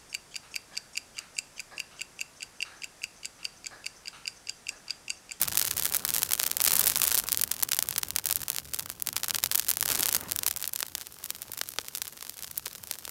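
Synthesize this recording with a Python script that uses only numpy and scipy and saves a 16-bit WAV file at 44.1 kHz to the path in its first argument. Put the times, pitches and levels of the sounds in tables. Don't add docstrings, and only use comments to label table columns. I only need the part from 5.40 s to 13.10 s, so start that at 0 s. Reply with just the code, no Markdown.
import sys
import numpy as np
from scipy.fft import rfft, irfft, next_fast_len
from scipy.io import wavfile
from scipy.ndimage import map_coordinates

SR = 44100
rng = np.random.default_rng(int(sys.argv[2]) if len(sys.argv) > 2 else 0)


def to_wav(sig):
    pcm = np.clip(np.atleast_2d(sig), -1, 1) * 32767
    pcm = np.round(pcm).astype(np.int16)
    wavfile.write(sys.argv[1], SR, pcm.T)


N = 339570

# (s, strength dB at 4 kHz, woody body dB and bright edge dB relative to it, scattered share dB)
POPS = [(0.0165, -2, -1, 11, -2), (0.0246, -2, 0, 4, -8), (0.0326, 0, -4, 6, -2), (0.0778, -4, 1, -1, -2),
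        (0.0834, -4, 1, 6, -8), (0.1241, -4, -2, -1, -3), (0.1541, -4, -2, 4, 2), (0.1734, 6, -5, 2, -3),
        (0.1797, -2, -9, 8, -14), (0.1956, 1, -7, 5, -15), (0.2148, 4, -2, -1, -1), (0.2255, -2, -5, 3, -2),
        (0.2511, -2, -2, 4, 1), (0.2739, -4, -3, 4, -5), (0.2795, -1, -6, -1, 0), (0.3118, 3, -7, 0, -4),
        (0.3703, -7, 0, 8, -6), (0.3796, -3, -5, 4, -1), (0.3972, -2, -6, 5, -9), (0.4238, -2, -6, 2, -3),
        (0.435, -9, -5, 9, -4), (0.4547, 2, -4, 4, -1), (0.4643, -3, 1, 4, -1), (0.5239, -6, -5, 6, -3),
        (0.5382, -2, -2, 1, -4), (0.547, -1, 2, 7, -5), (0.5525, -2, -3, 3, -4), (0.5618, -7, -6, 6, -1),
        (0.5671, -7, -4, 14, -5), (0.6508, 1, 0, 4, -2), (0.6786, -7, -1, 6, 3), (0.69, 0, -6, -1, -9),
        (0.7045, -2, -5, 4, -16), (0.7392, -2, -7, 6, -6), (0.7464, -1, -5, 5, 2), (0.7578, -6, 3, 3, -4),
        (0.7641, 1, -2, 2, -6), (0.7823, -2, -2, 6, -1), (0.7914, -8, -4, 6, -1), (0.82, -3, 2, 2, -3),
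        (0.8317, 5, -4, 3, -6), (0.9091, -1, 0, -1, -4), (0.9198, 0, -2, 4, -7), (0.9341, 5, -5, 3, 1),
        (0.9527, -5, -2, 1, -9), (0.9994, 6, -3, -2, -11), (1.0319, -2, -3, 7, -5), (1.0383, 3, -2, -5, -8),
        (1.0654, 1, -3, 4, -9), (1.1146, 1, -6, 3, -12), (1.169, -1, -5, 6, -7), (1.2039, 6, -5, -6, -6),
        (1.2128, -4, -2, 3, -2), (1.2187, -3, -4, 11, -12), (1.2405, 0, -5, 8, -16), (1.2497, -2, -7, 10, 0),
        (1.2638, 4, -3, 1, -13), (1.2773, 8, -6, -1, -4), (1.2816, 1, -5, 2, 1), (1.3078, 2, -3, 2, 0),
        (1.3196, 3, -6, 2, -12), (1.3328, 0, 0, 5, 4), (1.3364, -3, 1, 9, 0), (1.355, -1, -2, 8, -11),
        (1.3669, -1, -2, 8, -5), (1.3943, -1, 0, 13, 1), (1.4091, -1, -3, 6, -6), (1.4139, -5, 1, 5, -8),
        (1.4398, -3, -2, 3, -5), (1.4595, -4, 0, 9, -2), (1.4696, 4, -3, 3, -5), (1.4765, 2, -7, 7, -3),
        (1.4813, -4, -6, 9, -11), (1.499, 1, -3, 5, -12), (1.5197, -4, -2, 2, -6), (1.5581, 6, -7, -3, -7),
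        (1.5729, -5, -6, 11, -17), (1.5994, -6, 4, 9, -1), (1.6175, 7, -5, 0, -1), (1.6336, 2, -6, 2, -9),
        (1.6397, -1, 0, 9, -1), (1.6511, -4, 1, 4, -3), (1.6741, -10, -3, 16, -17), (1.6793, 1, -2, 5, -10),
        (1.7169, 3, -2, 1, -1), (1.726, -3, -5, 6, -2), (1.7463, 2, -1, 4, -4), (1.7529, -3, -4, 10, -7),
        (1.7769, 0, -2, 6, -5), (1.7847, -3, -4, 6, -3), (1.7895, -3, -6, 9, -7), (1.7985, -2, -1, 3, -8),
        (1.8868, 1, -3, -1, -4), (1.9199, 0, -10, 6, -16), (1.9282, 0, -7, 7, -11), (1.9459, 2, -7, -6, -10),
        (1.9738, -2, -11, 7, -16), (1.9954, -2, -7, -3, -9), (2.0137, 0, -6, 6, -8), (2.0189, -10, -7, 13, -14),
        (2.0371, 3, -4, 5, -6), (2.1155, 2, -6, 4, -4), (2.2261, 1, 0, 1, 1), (2.2329, 0, 0, 10, -5),
        (2.2898, -4, -3, 1, -11), (2.3181, 5, -7, 0, -1), (2.3332, 7, -9, -5, -9), (2.3672, -9, -1, 7, -9),
        (2.3898, 6, -4, 1, -2), (2.4256, 1, -5, 5, -12), (2.4878, -5, 0, 9, -12), (2.5092, -7, -1, 7, -8),
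        (2.5266, -4, -3, -12, -9), (2.562, 2, -5, -6, -10), (2.5805, -1, -1, 7, -3), (2.5844, -2, -4, 1, -1),
        (2.6328, 3, -3, -2, -14), (2.7059, -2, -8, 0, -9), (2.7615, 5, -6, 1, -2), (2.7857, 1, -4, 1, -3),
        (2.8573, -2, -5, 7, -7), (2.8696, -3, -7, 6, -3), (2.8891, -7, -4, 5, -8), (2.9003, -3, 1, -2, -8),
        (2.9099, 0, -4, 6, -5), (2.9264, 1, -10, 4, -17), (2.9583, -6, -13, 13, -17), (2.9683, -7, 0, 3, 2),
        (3.0171, -10, 0, 5, -2), (3.0322, -8, 0, -2, -10), (3.0828, -4, -5, 3, -10), (3.1015, 0, -7, 5, -13),
        (3.1472, -9, -1, 1, -13), (3.1637, -2, -8, 0, -10), (3.1847, 2, -5, -4, -13), (3.3364, -3, -2, 1, -3),
        (3.3451, -3, -8, 3, -12), (3.3893, -11, 0, 9, -13), (3.3949, 0, -6, -1, -3), (3.4598, -10, 3, 1, -4),
        (3.5002, -6, 2, 3, -9), (3.6229, -9, -5, 13, -14), (3.672, 0, -6, 2, -11), (3.6888, 1, -3, -2, -10),
        (3.7292, -8, -2, 2, -6), (3.7654, 6, -4, -4, -4), (3.7794, -6, -3, 0, -7), (3.834, 3, -6, -5, -15),
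        (3.8432, -1, -4, 0, -1), (3.8836, -7, 4, 8, -5), (3.8967, -1, -4, -7, -11), (3.9078, 5, -7, -4, -11),
        (3.9467, 5, -6, -9, -8), (3.9594, 1, -6, 2, 0), (3.9855, 0, -4, -3, -11), (4.0382, 8, -7, 0, -1),
        (4.0601, 2, -8, -2, -10), (4.1148, 4, -5, -2, -5), (4.1235, -5, -4, 4, -5), (4.1486, -1, -3, 3, -1),
        (4.1547, 4, -7, 6, 0), (4.1777, -9, -3, 14, -10), (4.1964, 5, -9, 1, -8), (4.2846, -1, -2, 3, -1),
        (4.2917, -2, -4, 9, -15), (4.2991, -9, -3, 8, -11), (4.3036, -7, -1, 14, -15), (4.3139, 3, -6, 1, -9),
        (4.3373, -10, -2, 7, -16), (4.3707, -3, 1, 6, -13), (4.4094, -1, -11, 7, -17), (4.427, 2, 2, 2, -1),
        (4.4587, -1, -2, 4, -6), (4.4797, 0, -5, -1, -8), (4.4894, -1, -1, 2, -10), (4.5023, 3, -2, -1, -4),
        (4.5139, -10, 4, 10, -8), (4.519, 1, -4, 2, -6), (4.5269, -5, 1, 3, -4), (4.5489, -4, 0, 1, -3),
        (4.5556, 0, -4, 2, -8), (4.5953, -2, 0, 4, -6), (4.6073, -4, -4, 9, -3), (4.627, -4, -1, 2, -8),
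        (4.6313, 6, -7, -2, -9), (4.6582, 3, -6, 2, -10), (4.668, -12, 1, 13, -11), (4.6863, -4, 1, 6, -3),
        (4.6911, 3, -7, -1, -9), (4.7273, -2, -3, 7, -8), (4.7481, 4, -3, 1, -10), (4.7529, -1, -3, 2, -2),
        (4.7655, -1, -4, 6, -9), (4.9126, -4, -5, 1, -10), (4.9202, 0, -5, 4, -13), (4.9611, -5, 0, 8, 3),
        (4.9895, 1, -8, 1, -4), (5.0335, 0, -7, 0, -9), (5.0644, 3, -5, 4, 2), (5.0781, -3, -3, 5, -1),
        (5.0829, -2, -4, 6, -9), (5.1112, -2, -3, 4, -6), (5.1629, -6, -4, 3, -12), (5.1715, -9, -1, 7, 3),
        (5.2255, -9, -2, 8, -6), (5.2422, 2, -8, -12, -15), (5.2768, -5, -6, 7, -5), (5.3346, -10, -5, 11, -10),
        (5.3604, -2, -9, 2, -12), (5.4051, -4, -3, 4, -1), (5.4287, 4, -1, -7, -10), (5.5519, 2, -8, -3, -6),
        (5.5805, -12, -3, 4, -15), (5.6124, -9, -3, -2, -5), (5.8413, -10, -8, 6, -5), (5.8598, -11, -5, 4, -7),
        (5.9048, 0, -6, 0, -7), (5.9495, -9, -5, -5, -6), (6.0198, -12, -5, 8, -9), (6.1188, -14, -6, 8, -7),
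        (6.1784, -12, -4, 5, -8), (6.2141, 5, -2, -8, -10), (6.289, -11, -6, 7, -4), (6.3863, 7, -3, -15, -9),
        (6.4842, -7, -3, 0, -3), (6.5512, -2, -10, -1, -10), (6.5576, -8, -10, 0, 1), (6.6186, 2, -9, -4, -7),
        (6.6702, -8, -5, -9, -4), (6.809, -10, -7, -5, -4), (6.8262, -9, 2, 0, -4), (6.8955, -8, -7, 3, -5),
        (6.991, -11, -4, -2, -2), (7.0246, -12, -11, 4, -7), (7.0342, -9, -10, -2, -8), (7.0444, -7, -4, -5, -6),
        (7.1786, -11, -14, 15, -7), (7.2599, -3, -9, -1, -13), (7.2666, -5, 2, -13, -11), (7.3513, -10, -4, -6, -5),
        (7.5121, -1, -3, 2, -6), (7.5379, -9, -12, -4, -10), (7.6526, -6, -9, -2, -6), (7.678, -11, 5, -1, -8),
        (7.6941, -13, -1, 4, -2)]
# (s, flame flutter dB, flame rush dB, twig snaps dB, needle crackle dB)
BLAZE = [(0.0, -50, -48, -35, -36), (0.65, -52, -49, -38, -42), (1.17, -53, -51, -35, -43),
         (1.28, -48, -43, -25, -32.5), (1.55, -50, -47, -33, -39), (1.77, -52, -48, -28, -39),
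         (1.87, -51.5, -51, -39, -46), (2.35, -52, -55, -41, -47), (3.25, -54, -57, -46, -51.5),
         (3.6, -53, -59, -49, -54.5), (4.15, -54.5, -52, -35, -43), (4.38, -53.5, -58.5, -40, -47),
         (4.5, -51, -41.5, -32, -38), (4.75, -54, -48, -32, -39), (4.8, -49.5, -48, -45, -53),
         (5.2, -59, -57, -41, -48), (5.7, -61, -59, -45.5, -52.5), (7.7, -61.5, -59, -47, -51)]
FLUTTER = [(15, -55), (25, -30), (40, -12.5), (70, -0.5), (120, -2), (220, -9), (400, -17.5), (1200, -38)]  # (Hz, dB per Hz)
RUSH = [(80, -8), (250, -1.5), (450, -2), (750, -9.5), (1500, -12.5), (2300, -20.5), (5000, -14.5)]  # (Hz, dB per Hz)
STEAM = [(600, -6), (2000, -4), (3500, -1), (5600, 5), (7500, 0.5), (14800, 3.5), (16000, -11)]  # (Hz, dB per Hz)
TICK = [(100, -17), (400, -2.5), (1200, -1.5), (2400, 2.5), (5000, 7), (9000, 5.5), (15000, 3), (16500, -28)]  # (Hz, dB per Hz)
TOP_HZ = 16500
# (s, dB)
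KNOCKS = [(4.83, -34), (4.865, -40), (4.878, -45), (5.431, -44), (6.096, -34), (6.3871, -26.5), (7.268, -35), (7.678, -36)]
WOOD = [(323, -15, 0.0055), (490, 8, 0.0069), (855, -1, 0.014), (1680, -3, 0.006)]  # (Hz, dB, t60 s)
# (s, half length s, centre Hz, dB)
PUFFS = [(1.51, 0.021, 140, -57), (1.845, 0.045, 43.8, -43), (2.077, .04, 900, -57), (4.52, 0.037, 150, -50), (4.832, 0.011, 190, -49), (4.869, 0.007, 150, -46), (4.847, 0.047, 1200, -53)]
MUFFLED = [(150, -22.5), (450, -5), (900, -3), (1500, -3), (2000, -10.5), (3000, -7), (7000, -54)]  # (Hz, dB per Hz)
POP = [(40, -35), (130, -20), (300, -10.5), (600, -4.5), (1500, 0.87), (2400, -2.0), (5000, 0.5), (15200, -0.43), (16500, -11.5)]  # (Hz, dB)
SNAP_RATE, SNAP_TOP_DB, SNAP_AT_DB = 90, -7.5, -38
SNAP_CROWDING, SNAP_GROWTH = .25, 0.53
SNAP_RANGE_DB, SNAP_BODY_DB, SNAP_EDGE_DB, SNAP_SCATTER_DB = 25.5, -1.5, 2.5, -4.5
SPLIT_S, SPLIT_DB, SPLIT_SPREAD_DB = .0009, -28, 6
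HISS_DB = (-62.5, -56.5)
PUFF_FLAP_DB, PUFF_FLAPS_PER_S = 4, 220
FAR_S = (5.25, 5.6)
FAR_DULL_DB = 1.5
STIR, STIR_S, STIR_USUAL_S, STIR_LAG_S = .4, .05, .45, .012


def amp(db):
    return 10 ** (np.asarray(db) / 20)


def unit(x):
    return x / np.sqrt(np.mean(x ** 2) + 1e-20)


def along(points, hz):
    f, v = np.transpose(points)
    return np.interp(np.log(hz + 1), np.log(f), v)


def curves(rows):
    s, *cols = np.transpose(rows)
    return [np.interp(np.arange(N) / SR, s, c) for c in cols]


def wobble(rate):
    return map_coordinates(rng.standard_normal(int(N * rate / SR) + 4), [np.arange(N) * rate / SR])


def filtered(x, response):
    m = next_fast_len(N + SR // 2)
    return irfft(rfft(x, m) * response(np.fft.rfftfreq(m, 1 / SR)), m)[:N]


def noise(spectrum):
    return unit(filtered(rng.standard_normal(N), lambda hz: amp(along(spectrum, hz))))


def causal(gain_db):
    cepstrum = irfft(np.log(amp(gain_db)))
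    half = cepstrum.shape[1] // 2
    cepstrum[:, 1:half] *= 2
    cepstrum[:, half + 1:] = 0
    return np.exp(rfft(cepstrum))


def bursts(times, colour_db, scatter_db, twig_t60, heap_t60, heap_db):
    size = 2 * (colour_db.shape[1] - 1)
    t = np.arange(size) / SR
    dying = amp(-60 * t / twig_t60) + amp(heap_db - 60 * t / heap_t60)
    paths = rng.standard_normal((len(times), size))
    tail = paths * np.abs(paths) ** 1.32 * dying * (1 - np.exp(-t / 0.00057))
    shot = tail / np.linalg.norm(tail, axis=1, keepdims=True) * amp(scatter_db)[:, None]
    shot[:, 0] = 1
    shot /= np.linalg.norm(shot, axis=1, keepdims=True)
    waves = irfft(rfft(shot) * causal(colour_db)) * rng.choice([-1, 1], (len(times), 1))
    where = np.round(np.abs(times) * SR).astype(int)[:, None] + np.arange(size)
    return np.bincount(where.ravel(), waves.ravel(), N)[:N]


def pops():
    s, db, body_db, edge_db, scatter_db = np.transpose(POPS)
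    early, strong = np.clip(rng.standard_normal((len(s), 2)), -1.7, 1.7).T
    split = wood_bursts(s - SPLIT_S * np.exp(.5 * early), db + SPLIT_DB + SPLIT_SPREAD_DB * strong, body_db, edge_db, scatter_db + 9, size=1024)
    return split + wood_bursts(s, db, body_db, edge_db, scatter_db)


def crackle(level_db, spectrum, rate, spread_db, tilt_db, scatter_db, size=1024):
    density = rate * amp(.3 * (level_db + 45.0))
    at = np.flatnonzero(rng.random(N) < density / SR)
    strength, tilt, scatter = np.clip(rng.standard_normal((len(at), 3)), -1.7, 1.7).T
    hz = np.fft.rfftfreq(size, 1 / SR)
    lean = along([(1000, -1.5), (14000, .5)], hz)
    colour = along(spectrum, hz) + spread_db * strength[:, None] + tilt_db * tilt[:, None] * lean
    ticks = bursts(at / SR, colour, scatter_db + 4 * scatter, twig_t60=.008, heap_t60=.04, heap_db=-30)
    return amp(level_db) * unit(ticks / np.sqrt(density))


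def flames():
    flutter_db, rush_db, _, _ = curves(BLAZE)
    flutter = amp(flutter_db - 1.5 + 2.0 * wobble(11)) * noise(FLUTTER)
    rush = amp(rush_db - 2 + 2.7 * wobble(23)) * noise(RUSH)
    hiss = amp(np.interp(np.arange(N) / SR, FAR_S, HISS_DB) + 0.85 * wobble(46)) * noise(STEAM)
    return flutter + rush + hiss


def knocks():
    t = np.arange(SR // 16) / SR
    out = np.zeros(N + len(t))
    for s, db in KNOCKS:
        pitch = np.exp(0.063 * rng.standard_normal(len(WOOD)))
        ring = sum(amp(level - 60 * t / t60) * np.sin(2 * np.pi * hz * p * t) for (hz, level, t60), p in zip(WOOD, pitch))
        out[round(s * SR):][:len(t)] += amp(db) * ring * (1 - np.exp(-t / 0.00075))
    return out[:N]


def puffs():
    t = np.arange(N) / SR
    out = np.zeros(N)
    for s, width, hz, db in PUFFS:
        air = noise([(hz / 3, -34), (hz * 0.72, -3), (hz, 0), (hz * 1.6, -4), (hz * 12, -60)])
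        flap = amp(PUFF_FLAP_DB * wobble(min(PUFF_FLAPS_PER_S, hz / 4)))
        out += amp(db) * np.exp(-.5 * ((t - s) / width) ** 2) * unit(air * flap)
    return out


def wood_bursts(s, db, body_db, edge_db, scatter_db, size=2048):
    hz = np.fft.rfftfreq(size, 1 / SR)
    body = along([(1200, 1), (3500, 0)], hz)
    edge = along([(4500, 0), (11000, 1), (16000, 1.15)], hz)
    colour = along(POP, hz) + db[:, None] + body_db[:, None] * body + edge_db[:, None] * edge
    return bursts(s, colour, scatter_db, twig_t60=.009, heap_t60=.045, heap_db=-26)


def snaps(stir_db, count=1100):
    heat_db = curves(BLAZE)[2] + stir_db - SNAP_AT_DB
    due = np.cumsum(SNAP_RATE * amp(SNAP_CROWDING * heat_db)) / SR
    wait, small, body, edge, scatter = rng.random((count, 5)).T
    at = np.minimum(np.searchsorted(due, np.arange(count) + 2 * wait), N - 1)
    db = np.where(at < N - 1, SNAP_TOP_DB + SNAP_GROWTH * heat_db[at] - SNAP_RANGE_DB * small, -120)
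    edge_db = SNAP_EDGE_DB + 11 * (edge - .5) - FAR_DULL_DB * np.interp(at / SR, FAR_S, (0, 1))
    return wood_bursts(at / SR, db, SNAP_BODY_DB + 9 * (body - .5), edge_db, SNAP_SCATTER_DB + 14 * (scatter - .5), size=1024)


def stir():
    s, db = np.transpose(POPS)[:2]
    train = np.bincount(np.round((s + STIR_LAG_S) * SR).astype(int), amp(db / 2), N)[:N]
    near, usual = (np.abs(filtered(train, lambda hz: np.exp(-(2 * hz * span) ** 2))) for span in (STIR_S, STIR_USUAL_S))
    return STIR * 20 * np.log10((1 + near / (usual + 1e-9)) / 2)


def scene():
    _, rush_db, _, needle_db = curves(BLAZE)
    stir_db = stir()
    heap = pops() + snaps(stir_db) + knocks() + flames() + puffs()
    needles = crackle(needle_db + stir_db - 3, TICK, rate=170, spread_db=7.5, tilt_db=2.5, scatter_db=-5)
    twigs = crackle(rush_db - 3, MUFFLED, rate=320, spread_db=7.0, tilt_db=1.0, scatter_db=-2)
    return (heap + needles + twigs)[None]


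def record(dry):
    lag = [(100, 0.0058), (250, 0.0036), (500, 0.0012), (1500, 0.000092), (5000, 0.000021), (10000, 0.000027), (16500, .00025)]  # (Hz, delay s)
    smeared = filtered(dry[0], lambda hz: np.exp(-2j * np.pi * np.cumsum(along(lag, hz)) * hz[1]))
    return filtered(smeared, lambda hz: 1 / np.sqrt(1 + (hz / TOP_HZ) ** 300))[None]


dry = scene()
out = record(dry)
to_wav(out)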